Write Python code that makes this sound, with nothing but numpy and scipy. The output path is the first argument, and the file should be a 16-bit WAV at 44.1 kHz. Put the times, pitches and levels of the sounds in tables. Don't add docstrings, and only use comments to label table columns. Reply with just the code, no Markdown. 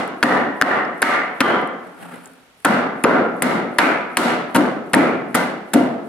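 import sys
import numpy as np
from scipy import signal
from scipy.fft import rfft, irfft
from scipy.io import wavfile
from scipy.ndimage import uniform_filter1d

SR = 44100
rng = np.random.default_rng(int(sys.argv[2]) if len(sys.argv) > 2 else 0)


def amplitude_ratio(level_db):
    exponent = np.asarray(level_db, float) / 20
    return 10 ** exponent


def master_out(mix):
    frames = np.transpose(np.atleast_2d(mix))
    ceiling = np.clip(frames, -1, 1)
    pcm = np.round(ceiling * 32767).astype(np.int16)
    wavfile.write(sys.argv[1], SR, pcm)


N = 268128
LEAD = SR // 2
T = (np.arange(N + LEAD) - LEAD) / SR
BUILD_S = 0.007

# (first touch t/s, block level/dB, plank level/dB, fibre level/dB)
BLOWS = [(-.16, -1.5, -2, 9.5), (.228, 4, 3.5, 4.5), (.613, -0.5, 5, 0.5), (1.0184, -4.5, 4.5, 6.5),
         (1.4038, 1, 4.5, 0.5), (2.647, 1.5, 2, 3.5), (3.0384, 6, 3, -3), (3.4217, 3.5, -2, 5),
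         (3.7844, -2.5, 3, 4), (4.1699, 2, 1.5, 12), (4.5459, 3, -5.5, 0), (4.9325, 7, -0.5, 2.5),
         (5.3453, -3.5, -6, 3), (5.7343, 3.5, -9.5, -2.5)]
# (length/s, hiss/dB, body/dB, gain duck/dB)
TEARS = [(0.0023, -38.5, -4.5, 14), (0.003, -33.5, -10, 18), (0.0063, -30, -11, 13.5), (0.0014, -34, 0, 13),
         (0.006, -29, -10, 9), (0.0036, -34, -10.5, 11.5), (0.0051, -25.5, -17.5, 10), (0.0058, -36, -6, 7),
         (0.0033, -26.5, -5.5, 13), (0.024, -31.5, -15, 4.5), (0.0085, -44, -10, 8),
         (0.011, -25, -15.5, 1.5), (0.0046, -24, -9.5, 2.5)]
# (t/s, scrape level/dB, sleeve rustle level/dB)
SHIFT = [
    (1.866, -41.5, -59),
    (2.032, -33.5, -48),
    (2.09, -43, -59),
    (2.14, -33, -50),
    (2.255, -44, -53),
]
# (f/Hz, t60/s)
T60 = [(60, 0.61), (260, 1.05), (700, 0.88), (1800, 0.81), (4800, 0.53), (9000, 0.4), (16000, 0.29)]


def rms_one(x):
    return x / np.sqrt(np.mean(x ** 2) + 1e-20)


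def at_hz(points, hz):
    table_hz, value = np.transpose(points)
    return np.interp(np.log(hz), np.log(np.maximum(table_hz, 1)), value)


def band(x, low_hz, high_hz, order=2):
    edges_hz = [low_hz, min(high_hz, 0.45 * SR)]
    return signal.sosfilt(signal.butter(order, edges_hz, "band", fs=SR, output="sos"), x)


def resonance(x, hz, width_hz):
    r = np.exp(-np.pi * width_hz / SR)
    zeros = np.array([1, 0, -1]) * (1 - r * r) / 2
    return signal.lfilter(zeros, [1, -2 * r * np.cos(2 * np.pi * hz / SR), r * r], x)


def add(out, s, sound):
    i = round(s * SR) + LEAD
    out[i:i + len(sound)] += sound[:len(out) - i]


def colour_db(hz):
    colour_hz = [260, 1500, 8000]
    return np.array([np.interp(np.log(hz), np.log(colour_hz), levels_db) for _, *levels_db in BLOWS])


def blow_clicks(levels):
    clicks = np.full(len(T), 1e-18)
    clicks[[round(s * SR) + LEAD for s, *_ in BLOWS]] = levels
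    return clicks


def dying(levels, t60_s):
    arrive = np.exp(-1 / (BUILD_S * SR))
    energy = signal.lfilter([1], [1, -amplitude_ratio(-120 / (t60_s * SR))], blow_clicks(levels ** 2))
    return np.sqrt(signal.lfilter([1 - arrive], [1, -arrive], energy))


def stereo_bands():
    # (f/Hz, correlation)
    likeness = [(60, 0.25), (130, 1), (290, 0.77), (640, 0.61), (1410, -0.17), (3100, -0.35), (6820, -1.36),
                (15000, 0.46)]
    # (f/Hz, level/dB)
    lean = [(60, 4.5), (240, 2), (950, -1.5), (3770, -1), (15000, 3.5)]
    edges_hz = 28 * 2 ** np.arange(0, 9.4, 1 / 3)
    white = rng.standard_normal((2, 2, len(T)))
    for k, (low_hz, high_hz) in enumerate(zip(edges_hz, edges_hz[1:])):
        mid, side = band(white[k % 2], low_hz, high_hz, order=3)
        hz = np.sqrt(low_hz * high_hz)
        alike = np.clip(at_hz(likeness, hz), 0, 1)
        half_lean_db = at_hz(lean, hz) / 2
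        pair = np.sqrt(1 + alike) * mid + np.sqrt(1 - alike) * side * [[1], [-1]]
        yield hz, pair * amplitude_ratio(np.array([[half_lean_db], [-half_lean_db]]))


def shop():
    # (f/Hz, level/dB per Hz)
    tail = [(28, -61), (60, -22.5), (110, -21.5), (165, -3.5), (260, 2), (420, -1), (760, 0), (950, -9),
            (1400, -3), (2100, -12), (2550, -19), (4300, -31.5), (5800, -42.5), (10000, -48.5),
            (16300, -76)]
    # (f/Hz, level/dB per Hz)
    air = [(24, -49), (40, 11), (216, -5.5), (300, -4), (367, -0.5), (2820, -5), (5160, -13.5),
           (10700, -19.5), (15200, -26), (16400, -36)]
    tail_db, air_db, flutter_db = -12.5, -46, 1
    flutter = amplitude_ratio(flutter_db * rms_one(band(rng.standard_normal(len(T)), 11.5, 160)))
    out = 0
    for hz, noise in stereo_bands():
        t60_s = at_hz(T60, hz)
        fill_db = tail_db + at_hz(tail, hz) + colour_db(hz) + 60 * 0.2 / t60_s
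        echo = dying(amplitude_ratio(fill_db), t60_s) * flutter
        out = out + noise * np.hypot(echo, amplitude_ratio(air_db + at_hz(air, hz)))
    return out


def timbers():
    # (f/Hz, width/Hz, level/dB, t60/s)
    modes = [(251.6, 27, -12, 0.51), (984, 30, -19, 0.87), (1189, 14, -15.5, 0.72), (1300, 15, -16, 0.75),
             (1399, 61, -15, 0.77), (1529, 63, -16.5, 0.7), (2027, 52, -21, 0.71), (534.4, 47, -17.5, 0.54),
             (736.6, 29, -20.5, 1), (926, 27, -14.5, 0.43), (1080, 25, -22.5, 0.91), (1796, 51, -28, 0.55),
             (2870, 100, -32, 0.72), (4100, 110, -35, 0.34)]
    ring_db, luck_db = -7.5, 1.8
    white = rng.standard_normal(len(T))
    lucks_db = rng.normal(0, luck_db, (len(modes), len(BLOWS)))
    out = 0
    for (hz, width_hz, level_db, t60_s), luck in zip(modes, lucks_db):
        line = rms_one(resonance(resonance(white, hz, width_hz), hz, width_hz))
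        out = out + line * dying(amplitude_ratio(ring_db + level_db + colour_db(hz) + luck), t60_s)
    return out


def plank_in_shop():
    # (f/Hz, width/Hz, level/dB)
    ranges = [(724, 180, -18), (1850, 240, -12.5), (1850, 170, -13.5), (2010, 510, -11.5), (3120, 340, -22),
              (1370, 790, -17.5), (543, 200, -13.5), (2020, 420, -21), (2230, 560, -15.5),
              (2000, 2800, -22), (2100, 110, -45), (2050, 720, -17), (1360, 180, -42), (674, 60, -17.5)]
    out = np.zeros((2, len(T)))
    t = np.arange(30000) / SR
    chance = rng.standard_normal((len(ranges), 3, len(t)))
    for (s, *_), (hz, width_hz, level_db), white in zip(BLOWS, ranges, chance):
        pair = white[:2] + 0.96 * white[2]
        noise = rms_one(band(pair, hz - width_hz / 2, hz + width_hz / 2, order=3))
        shape = np.sqrt(1 - np.exp(-t / BUILD_S)) * amplitude_ratio(level_db - 60 * t / at_hz(T60, hz))
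        for side, sound in zip(out, noise * shape):
            add(side, s, sound)
    return out


def rings(events, cycles, rise, noisy, crack_db):
    out = np.zeros(len(T))
    chance = rng.standard_normal((len(events), 2, 2500))
    for (s, peak_db, hz), (grit, white) in zip(events, chance):
        n = np.arange(len(grit))
        turns = n * hz / SR
        shape = (1 - np.exp(-turns / rise)) * amplitude_ratio(-60 * turns / cycles)
        tone = np.sin(2 * np.pi * turns) + noisy * rms_one(band(grit, hz * 0.81, hz * 1.095))
        crack = amplitude_ratio(crack_db - n * 60 / (0.0016 * SR)) * band(white, 2700, 4500 + hz * 1.6)
        add(out, s, amplitude_ratio(peak_db) * (tone * shape / shape.max() + crack))
    return out


def chips():
    # (t/s, peak level/dB, f/Hz)
    ticks = [
        (0.077, -40, 10200),
        (0.85, -45, 5200),
        (1.6147, -49, 10900),
        (1.6746, -43, 9800),
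        (2.158, -44, 9150),
        (2.2575, -37, 7600),
        (2.2742, -44, 8900),
        (2.3344, -48, 10400),
        (3.366, -49, 11500),
    ]
    return rings(ticks, cycles=100, rise=0.61, noisy=0.98, crack_db=2)


def tugs(peaks_db, fall_db_per_s):
    rise_db_per_s, linger_db, linger_db_per_s = 192, -5.5, 59
    since = T - np.transpose(SHIFT)[0][:, None]
    fall_db = np.maximum(-fall_db_per_s * since, linger_db - linger_db_per_s * since)
    shape_db = np.where(since < 0, rise_db_per_s * since, fall_db)
    return np.sqrt(np.sum(amplitude_ratio(peaks_db[:, None] + shape_db) ** 2, axis=0))


def shifting():
    # (f/Hz, width/Hz, level/dB)
    modes = [(175.6, 4.7, 5.5), (256, 37, 8), (447, 210, 5.5), (736, 330, 4.5), (1300, 310, 4),
             (2320, 90, -32)]
    swing_db, swing_s = -59, 0.039
    _, scrape_db, rustle_db = np.transpose(SHIFT)
    lumps = amplitude_ratio(1.75 * rms_one(band(rng.standard_normal(len(T)), 27, 50)))
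    grit = rng.standard_normal((3, len(T))) * lumps
    wood = 0
    for hz, width_hz, level_db in modes:
        wood = wood + amplitude_ratio(level_db) * resonance(grit[:2] + grit[2], hz, width_hz) / np.sqrt(width_hz)
    wood = rms_one(band(wood, 160, 2400))

    grit = grit * amplitude_ratio(2 * rms_one(band(rng.standard_normal(len(T)), 40, 300)))
    rub = band(band(grit[:2] + 0.5 * grit[2], 6700, 12600), 7400, 13300)
    cloth = rms_one(rub + 0.48 * band(grit[:2], 4300, 16000))
    starts_s = [s for s, *_ in BLOWS] + [6.1]
    swing = amplitude_ratio(swing_db) * sum(np.exp(-((T - s + 0.031) / swing_s) ** 2) for s in starts_s)
    return tugs(scrape_db, 123) * wood + (tugs(rustle_db, 259) + swing) * cloth


def cuts():
    return [(s, *tear) for (s, *_), tear in zip(BLOWS[1:], TEARS)]


def tearing():
    out = np.zeros(len(T))
    chance = rng.standard_normal((len(TEARS), 2, 2000))
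    early_s = 0.004
    t = np.arange(2000) / SR - early_s
    for (s, length_s, hiss_db, body_db, _), (grit, size) in zip(cuts(), chance):
        fade = np.exp(np.minimum((length_s - t) / 0.0045, 0))
        grains = rms_one(grit * amplitude_ratio(0.96 * size))
        bright = band(band(grains, 7300, 13000), 7300, 13000)
        hiss = rms_one(bright + 0.25 * band(grains, 2800, 5400))
        body = rms_one(band(grains, 395, 2560))
        add(out, s - early_s, amplitude_ratio(hiss_db) * fade * np.exp(np.minimum(t / 0.0005, 0)) * hiss)
        add(out, s - early_s, amplitude_ratio(body_db - 6) * fade * np.clip(t / 0.002, 0, 1) * body)
    return out


def chatter(count=3):
    level_db, spread_db, centre_hz, cut_lengths = -12, 17, 1550, 3.4
    events = []
    for s, length_s, _, body_db, _ in cuts():
        for when, size, pitch in rng.random((count, 3)):
            at_s = s + 0.00179 + cut_lengths * length_s * when
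            peak_db = body_db + level_db - 2 * spread_db * size
            events.append((at_s, peak_db, centre_hz * (0.8 + 0.4 * pitch)))
    return events


def knocks():
    # (t/s, peak level/dB as heard, f/Hz)
    bites = [(.2281, 1.5, 1550), (.2364, 0.5, 1480), (.614, 3, 1670), (.6223, 4, 1490), (1.0279, 4, 1580),
             (1.4065, -2.5, 2030), (1.4151, -3.5, 1380), (2.6479, -4, 1590), (2.6579, -1, 1300),
             (3.0401, -2.5, 2050), (3.0482, 0, 1280), (3.4217, -4.5, 1970), (3.430, -16, 1570),
             (3.7865, 0, 1850), (3.7924, -3, 1850), (4.1703, -1, 2210), (4.5552, -6, 1370),
             (4.5634, -2, 1350), (4.9359, -4, 2150), (4.9418, 3, 1800), (5.3446, -11, 1790),
             (5.3514, -2.5, 1360), (5.7343, -16, 1780), (5.7455, -20, 1920)]
    return rings(bites + chatter(), cycles=10, rise=0.2, noisy=0.26, crack_db=-4)


def snaps():
    # (t/s, peak level/dB as heard)
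    breaks = [(.228, -22.5), (0.238, -26), (0.612, -39), (1.0196, -13.5), (1.405, -26), (1.4082, -18),
              (2.647, -29), (2.65, -10.5), (3.0375, -15.5), (3.423, -10), (3.7844, -15), (3.789, -19),
              (4.1713, -7), (4.5554, -25), (4.5607, -19.5), (4.9339, -14), (4.946, -16), (4.9485, -17),
              (5.3505, -16), (5.3554, -22), (5.7352, -33), (5.738, -14)]
    centre_hz, spread = 9800, 0.041
    events = [(s, db, centre_hz * (1 + spread * rng.standard_normal())) for s, db in breaks]
    return rings(events, cycles=55, rise=0.13, noisy=1.3, crack_db=-20)


def rocking(count=3):
    # (t/s, push level/dB as heard, rocking level/dB, rock spacing/s, rocking f/Hz)
    pushes = [(0.241, -11.5, -34, .03, 300), (0.628, -19, -23, .03, 298), (1.032, -21, -22, 0.028, 300),
              (1.408, -12, -18.5, 0.033, 307), (2.655, -10, -11, 0.042, 254), (3.041, -7.5, -6, 0.013, 473),
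              (3.425, -22.5, -33, .03, 304), (3.796, -39, -12.5, 0.035, 293), (4.193, -16, -20, 0.034, 327),
              (4.563, -14, -8.5, .017, 320), (4.964, -7, -10, 0.026, 325), (5.349, -13, -35, .03, 297),
              (5.753, -7.5, -7.5, 0.024, 273)]
    block_hz, spread, rock_loss_db = 271, 0.063, 4
    events = []
    for s, push_db, rock_db, gap_s, rock_hz in pushes:
        pitch = 1 + spread * rng.standard_normal(count + 1)
        events.append((s, push_db, block_hz * pitch[0]))
        for k in range(1, count + 1):
            events.append((s + k * gap_s, rock_db - rock_loss_db * (k - 1), rock_hz * pitch[k]))
    return events


def thuds():
    return rings(rocking(), cycles=15.8, rise=0.68, noisy=0.3, crack_db=-41.5)


def duck_db():
    release_s, release_shape = 0.093, 2.07
    out = np.zeros(len(T))
    for s, *_, depth_db in cuts():
        i = round(s * SR) + LEAD
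        since = T[i:i + LEAD] - T[i]
        out[i:i + LEAD] += depth_db * np.exp(-(since / release_s) ** release_shape)
    return uniform_filter1d(out, size=40)


def axe():
    return (knocks() + snaps() + thuds() + tearing()) * amplitude_ratio(duck_db()) + chips()


def ports(x):
    # (f/Hz, left lead/rad)
    lead = [(0, 0), (1200, .2), (5000, 1.3), (6400, 4.4), (9000, 5.5), (16500, 5.2)]
    hz = np.arange(len(x) // 2 + 1) * SR / len(x)
    lag = np.exp(-1j * np.interp(hz, *np.transpose(lead)))
    late = irfft(rfft(x) * lag, len(x))
    return np.array([x * amplitude_ratio(2.5), late * amplitude_ratio(0.5)])


def scene():
    near = ports(axe() + timbers())
    return (near + shop() + plank_in_shop() + shifting())[:, LEAD:]


def band_limit(x):
    return signal.sosfilt(signal.butter(12, 16590, fs=SR, output="sos"), x)


def record(dry):
    thin = signal.sosfilt(signal.butter(2, 110, "high", fs=SR, output="sos"), dry)
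    level = np.abs(thin) * amplitude_ratio(-duck_db()[LEAD:])
    held = np.sqrt(np.tanh(level ** 2)) * np.sign(thin) * 0.93
    mix = signal.sosfilt(signal.cheby2(8, 40, 16700, fs=SR, output="sos"), held)
    return band_limit(mix)


dry = scene()
out = record(dry)
master_out(out)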